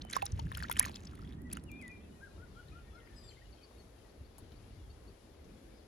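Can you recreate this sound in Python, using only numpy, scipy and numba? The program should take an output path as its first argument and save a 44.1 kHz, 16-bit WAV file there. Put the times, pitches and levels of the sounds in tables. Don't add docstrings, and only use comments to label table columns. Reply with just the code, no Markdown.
import sys
import numpy as np
from scipy import signal
from scipy.fft import rfft, irfft, next_fast_len
from scipy.io import wavfile
from scipy.ndimage import uniform_filter1d
from numba import njit

SR = 44100
rng = np.random.default_rng(int(sys.argv[2]) if len(sys.argv) > 2 else 0)


def dump(signal):
    limited = np.clip(np.atleast_2d(signal).T, -1, 1)
    pcm = np.round(limited * 32767).astype(np.int16)
    wavfile.write(sys.argv[1], SR, pcm)


def amplitude_ratio(level_db):
    exponent = np.asarray(level_db, float) / 20
    return 10 ** exponent


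N = 258867

TRICKLE_DB, FOAM_ENDS_S = -68.5, 2.1


def over_hz(hz, table):
    f, v = np.transpose(table)
    return np.interp(np.log(hz + 1), np.log(f + 1), v)


def over_s(s, values):
    return np.interp(np.arange(N) / SR, s, values)


def walk(rate):
    hold = int(SR / rate)
    held = np.repeat(rng.standard_normal(N // hold + 1), hold)
    return 1.047 * uniform_filter1d(uniform_filter1d(held, hold), hold)[:N]


def ears(pan_db):
    return amplitude_ratio(np.array([pan_db, -pan_db]) / 2)


def resonate(x, hz, width_hz):
    return signal.lfilter(*signal.iirpeak(hz, hz / width_hz, SR), x)


def band_hz(size):
    return np.arange(size // 2 + 1) * SR / size


def air(place, flicker_db):
    colour, _, alike, balance = place
    hiss_flicker_db = 1.2
    size = next_fast_len(N)
    hz = band_hz(size)
    likeness = np.clip(over_hz(hz, alike), -.96, .96)
    mid, side = rfft(rng.standard_normal((2, size)))
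    pair = np.sqrt(1 + likeness) * mid + np.sqrt(1 - likeness) * side * np.array([[1], [-1]])
    pair = pair * ears(over_hz(hz, balance)) * amplitude_ratio(over_hz(hz, colour))
    layers, gust = np.zeros((3, 2, N)), walk(16)
    for centre in 2. ** np.arange(4, 15):
        share = np.cos(np.pi / 2 * np.clip(np.log2((hz + 1) / centre), -1, 1)) ** 2
        if centre < 400:
            swell_db = flicker_db * walk(10) + 2.2 * gust
        else:
            swell_db = hiss_flicker_db * walk(10) + .3 * gust
        layer = int(centre > 140) + int(centre > 400)
        layers[layer] += irfft(pair * share, size)[:, :N] * amplitude_ratio(swell_db)
    rms = np.sqrt(np.mean(layers.mean(axis=1) ** 2, axis=1))
    return layers / rms[:, None, None]


@njit
def rings(n, start, turn, decay, rise, left, right):
    out = np.zeros((2, n))
    for k in range(len(start)):
        z, w = -1j, turn[k]
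        for i in range(start[k], min(n, start[k] + int(7 / decay[k]))):
            z *= np.exp(1j * w - decay[k])
            w *= 1 + rise * decay[k]
            out[0, i] += left[k] * z.real
            out[1, i] += right[k] * z.real
    return out


def pops(rows, rise, crack_db):
    s, db, hz, t60_ms, pan_db = np.transpose(rows)
    start = np.clip(s * SR, 0, N - 1).astype(np.int64)
    gains = amplitude_ratio(db) * ears(pan_db)
    turn = 2 * np.pi * hz / SR
    decay = np.log(1000) * 1000 / (t60_ms * SR)
    out = rings(N, start, turn, decay, rise, *gains)
    crack = np.zeros((2, N))
    np.add.at(crack, (slice(None), start), gains * amplitude_ratio(crack_db))
    crack = signal.sosfilt(signal.butter(2, 3000, "high", fs=SR, output="sos"), crack)
    return out + crack + resonate(crack, 10400, 2500)


def churn_db(t, trickle_db):
    # time in seconds, foam level in dB, churning on in seconds.
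    slap_rows = [(0.154, -44, 0.0097), (.262, -60.5, 0.011), (.39, -63, 0.012), (.55, -56.5, 0.097),
                 (.712, -53.5, 0.01), (.78, -49.5, 0.085), (1.525, -58.5, 0.033), (1.84, -68, 0.033)]
    rise_db_per_s, fall_db_per_s = 302.5, 280
    trickle_ends_s = 1.35
    s, db, hold = np.transpose(slap_rows)[:, :, None]
    before, after = np.maximum(s - t, 0), np.maximum(t - s - hold, 0)
    slaps = db - rise_db_per_s * before - fall_db_per_s * after
    trickle = trickle_db - 40 * np.clip((t - trickle_ends_s) / 0.053, 0, .3)
    return np.maximum(slaps.max(axis=0), trickle)


def foam(count=2400):
    when, pitch, size, ring, side = rng.random((count, 5)).T
    s, hz = when * FOAM_ENDS_S, 1100 * (12000 / 1100) ** pitch
    db = churn_db(s, TRICKLE_DB) + 3 - 4.4 * np.log(size + .015) - 1.882 * np.log2(hz / 2000)
    cycles = 4 + 18 * ring ** 2 * (1 - pitch)
    return pops(np.transpose([s, db, hz, 1000 * cycles / hz, 9 * (side - .5)]), 0.031, -16.5)


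def gurgle(count=700):
    when, pitch, size, ring, side = rng.random((count, 5)).T
    s, hz = when * FOAM_ENDS_S, 800 * 4.5 ** pitch
    db = churn_db(s, TRICKLE_DB - 4) - 3 * np.log(size + 0.0299)
    cycles = 10 + 25 * ring
    return pops(np.transpose([s, db, hz, 1000 * cycles / hz, 12 * (side - .5)]), 0.073, -19.5)


def spray(count=9):
    # time in seconds, level in dB ahead of the scatter in level,
    # middle pitch in Hz, left minus right in dB.
    bursts = [(.0192, -32, 4320, 0), (.1, -37.5, 7600, 1.3), (.112, -37, 8460, 8), (.13, -33.5, 10930, -1),
              (.1346, -26, 3750, -4), (.1566, -29, 5600, 1), (.1656, -38, 5550, 13), (.221, -34, 3500, -3),
              (.2564, -27, 10500, -2), (.2653, -32, 5740, 11), (.3209, -39, 6180, 9.5),
              (.376, -49, 2900, 7), (.3963, -35, 4360, 7), (.423, -60, 4700, 5), (.437, -60, 3100, 5),
              (.5502, -38, 4180, 13), (.574, -30.5, 11600, -1), (.5934, -44, 8650, 7),
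              (.635, -31.5, 4350, 1), (.6858, -41, 3720, 7), (.6976, -62, 5800, 6), (.7151, -22, 11500, 0),
              (.7264, -28, 11800, 1), (.7722, -35, 7850, 6), (.79, -30, 4380, -4), (.7955, -4, 10400, 0),
              (.8284, -30, 10590, 4), (.8522, -31.5, 4180, 3), (.8564, -30.5, 6600, -5),
              (.884, -39, 4120, 4), (.958, -37.5, 5240, 17), (1.0352, -50, 6320, -4),
              (1.0537, -46.5, 6770, 12), (1.0728, -39.5, 5010, 6), (1.154, -50, 11050, -2.5),
              (1.4193, -49, 11900, 0), (1.5158, -44, 4690, 6), (1.5284, -36.5, 8400, -11.5),
              (1.5315, -24.5, 10060, 3), (1.5705, -39, 9340, 1), (1.6396, -48, 10340, -3),
              (1.717, -36.5, 13850, 2.5), (1.8156, -49.5, 9690, -7), (1.8251, -47.5, 8350, 6.5),
              (1.8804, -44.5, 9370, 1)]
    s, db, hz, pan_db = np.repeat(bursts, count, axis=0).T
    early, detune, size = rng.standard_normal((len(s), 3)).T
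    early[::count], detune[::count], size[::count] = 0, 0, 2
    spread_s = .21 * (55 / hz + 0.0047)
    hz = np.clip(hz * 1.33 ** detune, 1800, 14000)
    db = db - 9.5 + 3 * size - 4 * abs(early) - 4 * np.maximum(early, 0) + 4.3 * np.log2(hz / 5000)
    return pops(np.transpose([s + early * spread_s, db, hz, 46000 / hz, pan_db]), 0, -15)


def bubbles():
    # time in seconds, level in dB, pitch in Hz,
    # ring t60 in milliseconds, left minus right in dB.
    bubble_rows = [(.0503, -37.5, 710, 14, -9.5), (.1001, -45, 2194, 23, 2), (.1343, -30, 1800, 6.6, -11),
                   (.1433, -40, 2000, 14, 3), (.1544, -45, 1130, 14, -8), (.1605, -39, 1080, 7.6, -9.5),
                   (.1659, -20.5, 1056, 28, -12), (.193, -48, 1810, 22, -5), (.2048, -50, 1750, 18, -3),
                   (.2205, -32, 2600, 20, -3), (.2234, -29, 1030, 17, -4), (.2262, -26, 793, 70, -7),
                   (.262, -41.5, 1250, 18, -6), (.518, -32.5, 1060, 24, 2.5), (.828, -30.5, 1180, 12, 2),
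                   (.2644, -35, 3830, 12, -5), (.3926, -32.5, 885, 40, 5.5), (.4695, -49.5, 1670, 17, 13),
                   (.5176, -36.5, 1760, 13, 5), (.5502, -34, 3150, 12, 8), (.5724, -40.5, 1420, 29, 16.5),
                   (.6032, -35.5, 1840, 13, -9), (.6259, -32, 1600, 15, 12), (.698, -25.5, 950, 17, 9.5),
                   (.7136, -29, 1400, 25, -6.5), (.7136, -30.5, 2030, 15, -4.5), (.717, -33, 3400, 18, 7),
                   (.7238, -36, 2540, 11, 1), (.7587, -37, 2470, 13, 0), (.7683, -31.5, 3020, 14, -3),
                   (.7675, -31.5, 1810, 11, -4.5), (.7944, -25.5, 1650, 9, -0.9),
                   (.803, -32, 1000, 28, -12.5), (.789, -33.5, 1750, 9, -1), (.851, -35.5, 2580, 12, -2),
                   (.8428, -31.5, 1940, 8, -2), (.8508, -30.5, 1760, 14, -2.5),
                   (.8626, -32.5, 1097, 15, -9), (.8841, -39, 1080, 13, -5), (.8959, -35, 836, 15, -4.5),
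                   (.9581, -41, 3290, 16, -9), (1.1348, -52.5, 1310, 30, 14), (1.1921, -46.5, 1270, 21, -8),
                   (1.177, -52.5, 1960, 15, 0), (1.226, -50, 1320, 35, 5), (1.243, -55.5, 1880, 20, -8),
                   (1.571, -35.5, 1367, 16, -8.5), (1.5106, -54, 1000, 15, 5.5), (1.5165, -46, 2590, 14, 8),
                   (1.5712, -41.5, 2870, 18, -7)]
    return pops(bubble_rows, 0.01198, -0.98)


def fizz(count=900):
    # times in seconds, and base levels in dB at those times.
    fizz_s = (.1, .5, .9, 1.35, 1.4)
    fizz_db = (-63, -60.5, -58, -70.5, -89)
    when, pitch, size, side = rng.random((count, 4)).T
    s, hz = fizz_s[0] + when * (fizz_s[-1] - fizz_s[0]), 2500 * 3.4 ** pitch
    db = np.interp(s, fizz_s, fizz_db) - 4 * np.log(size + 0.018)
    return pops(np.transpose([s, db, hz, 9000 / hz, 10 * (side - .5)]), 0.031, -3.5)


def drips():
    # time in seconds, level in dB, pitch in Hz, left minus right in dB.
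    drip_rows = [(0.5248, -41, 3500, 11.0), (0.582, -39, 5050, 3.0), (0.7364, -45, 5470, 2),
                 (0.9158, -45, 4500, 7), (0.935, -48, 3910, -4), (0.9436, -38, 3940, -1),
                 (0.9691, -40, 3800, 1), (1.054, -62, 4000, 5), (1.0726, -49, 3980, 4),
                 (1.1535, -55, 4000, 3), (0.9944, -58, 3430, 4), (1.0055, -47.5, 7100, 6.0),
                 (1.0227, -57, 6080, 1), (1.0959, -54, 3520, 3.0), (1.1814, -57, 3360, 5.0),
                 (1.1954, -59, 3510, 5.5), (1.2183, -51, 4950, 10), (1.2356, -54.5, 5000, 8),
                 (1.275, -48, 3330, 0), (1.2922, -52, 4940, 3), (1.3084, -57, 3230, 3.5),
                 (1.3245, -47, 3410, 1.5), (1.333, -51, 3650, 4.0), (1.391, -66, 6500, 1.5),
                 (1.4711, -60, 5700, 4.0), (1.5007, -50, 3240, 2), (1.5527, -45, 4350, 6),
                 (1.7584, -60.5, 3640, 6.0), (1.8512, -53, 3350, 2), (1.916, -56, 5900, 9)]
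    s, db, hz, pan_db = np.transpose(drip_rows)
    return pops(np.transpose([s, db, hz, 1000 * 23 / hz, pan_db]), 0.037, 0)


def climbers():
    # time in seconds, level in dB, starting pitch in Hz, ring t60 in milliseconds,
    # left minus right in dB.
    climber_rows = [(.6417, -36, 1320, 44, -7), (.6515, -37.5, 1720, 25, -6), (.7975, -35, 2870, 20, -0.5),
                    (.8045, -36, 2287, 22.6, -1), (.8125, -30, 1755, 34, -6),
                    (.8287, -33.5, 2147, 30, -4.5)]
    return pops(climber_rows, .08, -13)


def water():
    # frequency in Hz, phase lead of the left port in radians.
    port_lead = [(0, 0), (340, 0), (750, 3), (1100, 3.4), (1450, 4.2), (1810, 6), (3270, 7.3), (5170, 7.3),
                 (7150, 5.9), (8010, 3.3), (16400, -6.8)]
    wet = bubbles() + spray() + foam() + gurgle() + climbers() + drips() + fizz()
    wet = signal.sosfilt(signal.butter(2, (480, 12500), "band", fs=SR, output="sos"), wet)
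    size = next_fast_len(N)
    f, lead = np.transpose(port_lead)
    turn = np.exp(1j * np.interp(band_hz(size), f, lead))
    return np.array([irfft(rfft(wet[0], size) * turn, size)[:N], wet[1]])


def near_notes():
    # time in seconds, pitch in Hz, level in dB.
    phrase = [
        [(1.66, 2930, -79), (1.688, 2850, -68), (1.701, 2373, -59), (1.75, 2387, -57), (1.785, 2420, -62),
         (1.803, 2566, -59.5), (1.83, 2046, -56), (1.87, 1966, -56), (1.89, 1950, -61)],
        [(1.893, 2484, -63), (1.92, 2416, -57.5), (2.005, 2378, -71), (2.03, 2417, -90), (2.12, 2380, -85)],
        [(1.685, 3200, -85), (1.72, 3520, -81), (1.78, 3580, -81), (1.82, 3080, -76)],
        [(2.203, 1390, -69), (2.218, 1574, -66), (2.235, 1628, -56.5), (2.26, 1583, -62), (2.288, 1313, -67)],
    ]
    # start in seconds, length in seconds, top pitch in Hz, level in dB.
    scoops = [(2.376, 0.083, 1480, -61.5), (2.545, 0.078, 1471, -60.5), (2.721, 0.09, 1433, -59),
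              (2.928, 0.078, 1448, -59.5)]
    # level against its top in dB at the start, halfway up and at the end.
    scoop_fade_db = (-12.5, -2.5, -10)
    start_share, end_share, top_at = .87, 0.93, 0.72
    start_db, half_db, end_db = scoop_fade_db
    notes = [np.transpose(note) for note in phrase]
    for s, length, hz, db in scoops:
        times = s + length * np.array([0, top_at / 2, top_at, 1])
        pitches = hz * np.array([start_share, (1 + start_share) / 2, 1, end_share])
        notes.append((times, pitches, db + np.array([start_db, half_db, 0, end_db])))
    return notes


def chorus(count=160):
    s, length, pitch, slope, size = rng.random((count, 5)).T
    hz, glide = 1800 * 2.3 ** pitch, .1 * (slope - .6)
    start_s, length_s = 2 + 3.8 * s ** 1.5, 0.014 + 0.0513 * length
    db = -86 + 6 * size - 1.7 * s
    return np.transpose([start_s, length_s, hz * (1 - glide), hz * (1 + glide), db])


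def chips():
    # start in seconds, level in dB.
    chip_rows = [(4.09, -80), (4.243, -79), (4.39, -81), (4.555, -75), (4.725, -78), (4.895, -74),
                 (5.07, -73)]
    return [(s, .032, 4260, 4840, db) for s, db in chip_rows]


def birds():
    # start in seconds, length in seconds, first pitch in Hz,
    # last pitch in Hz, level in dB.
    chirps = [(.03, 0.11, 3070, 2970, -68.5), (.93, 0.068, 2610, 2580, -71), (1.166, 0.01, 3450, 3440, -72),
              (1.246, 0.014, 3290, 3370, -65), (1.271, 0.012, 3380, 3306, -67),
              (1.372, 0.076, 1790, 2070, -76), (1.441, 0.067, 1970, 1880, -71),
              (1.94, 0.041, 4000, 3600, -82), (3.6, 0.083, 2480, 2450, -78), (3.44, .05, 2940, 2830, -78),
              (2.96, 0.084, 2200, 1950, -72.5), (3.0, 0.1, 1870, 1840, -74),
              (3.08, 0.14, 1790, 1740, -70.5), (2.83, 0.11, 1830, 1860, -77.5),
              (2.945, 0.022, 5330, 5160, -78.5), (3.05, 0.023, 5400, 4400, -74),
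              (3.148, 0.135, 5050, 4700, -66), (3.152, 0.07, 7780, 7680, -75),
              (3.225, .13, 7660, 7450, -70), (3.45, .08, 7000, 7060, -86.5),
              (3.274, 0.025, 4800, 4700, -62.5), (3.288, 0.013, 4500, 4000, -57.5),
              (3, .008, 3750, 2400, -67.5), (3.308, .012, 3120, 3147, -61),
              (3.3015, 0.0075, 4170, 4280, -62), (3.299, .031, 4760, 4740, -70),
              (3.314, 0.0146, 2800, 1677, -65), (3.331, 0.012, 3000, 3260, -64),
              (3.342, .012, 3080, 2598, -71), (3.412, 0.027, 1770, 2100, -68),
              (2.47, 0.094, 4700, 4320, -82), (2.54, .04, 3400, 3170, -76), (2.575, 0.071, 3170, 3400, -80),
              (2.9, 0.061, 3470, 3400, -77), (5.785, .04, 4480, 4300, -79),
              (3.366, 0.031, 2030, 2200, -70.5), (2.68, 0.01, 4700, 3470, -69.5),
              (2.78, .045, 2940, 2730, -75.5), (2.715, 0.021, 2410, 2530, -69.5),
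              (3.22, 0.096, 3600, 3500, -76), (3.521, 0.027, 4560, 4430, -68),
              (3.58, 0.06, 3280, 2950, -74), (3.627, 0.033, 4540, 4500, -64),
              (3.632, 0.035, 5020, 4830, -73), (3.3, 0.058, 6360, 6000, -77),
              (3.776, 0.045, 4530, 4350, -68), (3.781, 0.08, 6350, 6420, -83), (3.95, .08, 3250, 3030, -79),
              (4.621, 0.05, 3230, 3070, -79), (4.77, 0.093, 3500, 3320, -81), (4.85, .03, 3400, 3000, -79),
              (5.73, 0.12, 5030, 4880, -76.5)]
    out = np.zeros(N)
    notes = near_notes()
    near = len(notes)
    flutter_db = 3 * walk(220)
    for s, length, first_hz, last_hz, db in [*chirps, *chips(), *chorus()]:
        u = np.linspace(0, 1, 9)
        fade_db = 13 * np.log10(np.sin(np.pi * u ** 0.59) + 0.047)
        notes.append((s + length * u, first_hz + (last_hz - first_hz) * u, db + fade_db))
    waver, tremble = amplitude_ratio(2.4 * walk(110)), 1 + 0.006 * walk(150)
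    for k, (s, hz, db) in enumerate(notes):
        i = np.arange(int(s[0] * SR), int(s[-1] * SR))
        hz, db = (np.interp(i / SR, s, curve) for curve in (hz, db))
        edge = np.minimum(1, np.minimum(i - i[0], i[-1] - i) / (0.0025 * SR))
        loudness = np.sqrt(2) * amplitude_ratio(db + (k >= near) * flutter_db[i]) * edge * waver[i]
        out[i] += loudness * np.sin(2 * np.pi * np.cumsum(hz * tremble[i]) / SR)
    t = np.arange(int(.3 * SR)) / SR
    tail = amplitude_ratio(-34.5) * rng.standard_normal((2, len(t))) * np.exp(-t / 0.058)
    return ears(9.2)[:, None] * out + signal.fftconvolve(out[None], tail, axes=1)[:, :N]


def twigs():
    # time in seconds, level in dB, pitch in Hz, ring t60 in milliseconds,
    # left minus right in dB.
    twig_rows = [(4.3825, -43.5, 10360, 2.2, 2), (4.3835, -53.5, 904, 9.5, 11), (4.5197, -50, 3825, 1.5, 9),
                 (5.445, -61, 5920, 3.5, 5), (3.073, -54, 2100, 6, 9), (3.7105, -59.5, 1036, 8.9, 15.5)]
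    ticks = pops(twig_rows, 0, -9)
    t = np.arange(int(.08 * SR)) / SR
    rustle = amplitude_ratio(-16.5) * rng.standard_normal((2, len(t))) * np.exp(-t / 0.0099)
    return ticks + signal.fftconvolve(ticks, rustle, axes=1)[:, :N]


def scene():
    # time in seconds, wind rumble in dB, far roar in dB.
    air_levels = [(0.0, -48, -56.5), (0.21, -52.5, -58.5), (0.24, -45, -71), (0.28, -57, -60),
                  (0.33, -37.5, -59.5), (0.39, -46.5, -54), (0.47, -35, -51), (0.58, -43.5, -61),
                  (0.67, -49.5, -55.5), (1.54, -48.5, -50.5), (1.78, -55.5, -54), (2.26, -57.5, -63.5),
                  (2.46, -48.5, -63), (2.629, -54, -64.5), (2.76, -50, -62.5), (2.86, -55.5, -62.5),
                  (3.4, -53.5, -67), (3.66, -62, -67), (4.56, -52.5, -66), (4.8, -51.5, -65.5),
                  (5.12, -53, -63), (5.18, -61, -72), (5.26, -53, -64), (5.87, -57, -63)]
    bank = [(15, -40.5), (25, -11.5), (65, 5.5), (238, -10), (617, -23.5), (2210, -35), (2900, -40.5),
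            (3410, -41.5), (5500, -47.5), (8140, -46.5), (10400, -46), (13600, -64), (15200, -64),
            (16500, -74)], -65.5, [(60, 1.75), (130, 1.45), (290, 0.8), (640, 0.16), (1410, 0),
            (3100, -0.64), (6820, -0.7), (15000, 0.5)], [(60, -3.5), (110, 2.5), (200, -2), (380, -3.5),
            (700, -2.5), (1290, 1.5), (2380, 0), (4400, 3.5), (8120, 2), (15000, -8)]
    woods = [(15, -42), (25, -6.5), (53, 3.5), (76, 1), (172, -12.5), (410, -14), (979, -27.5), (5130, -37),
             (7510, -41), (8370, -46), (9580, -38.5), (10700, -37.5), (11900, -40.5), (12900, -60),
             (16500, -60)], -65, [(60, 1), (130, 1), (290, 0.88), (640, 0.15), (1410, 0.28), (3100, 0.12),
             (6820, 0.019), (15000, 0.49)], [(60, -1.5), (110, 5), (200, -0.5), (380, 2), (700, 8),
             (1290, 6.5), (2380, 6), (4400, 12), (8120, 4.5), (15000, -6)]
    s, rumble_db, roar_db = np.transpose(air_levels)
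    trees = over_s((1.58, 2.4), (0, 1))
    bank_air = air(bank, 2.4) * np.sqrt(1 - trees)
    tree_air = air(woods, 2.2) * np.sqrt(trees)
    rumble, roar, _ = bank_air + tree_air
    hiss = amplitude_ratio(bank[1]) * bank_air[2] + amplitude_ratio(woods[1]) * tree_air[2]
    low = amplitude_ratio(over_s(s, rumble_db)) * rumble + amplitude_ratio(over_s(s, roar_db)) * roar
    return low + hiss + water() + birds() + twigs()


def top_cut(x):
    return signal.sosfilt(signal.butter(12, 16830, fs=SR, output="sos"), x)


def record(dry):
    dry = signal.sosfilt(signal.butter(2, 34, "high", fs=SR, output="sos"), dry)
    mix = signal.sosfilt(signal.ellip(8, .2, 60, 16500, fs=SR, output="sos"), dry)
    return top_cut(mix)


dry = scene()
out = record(dry)
dump(out)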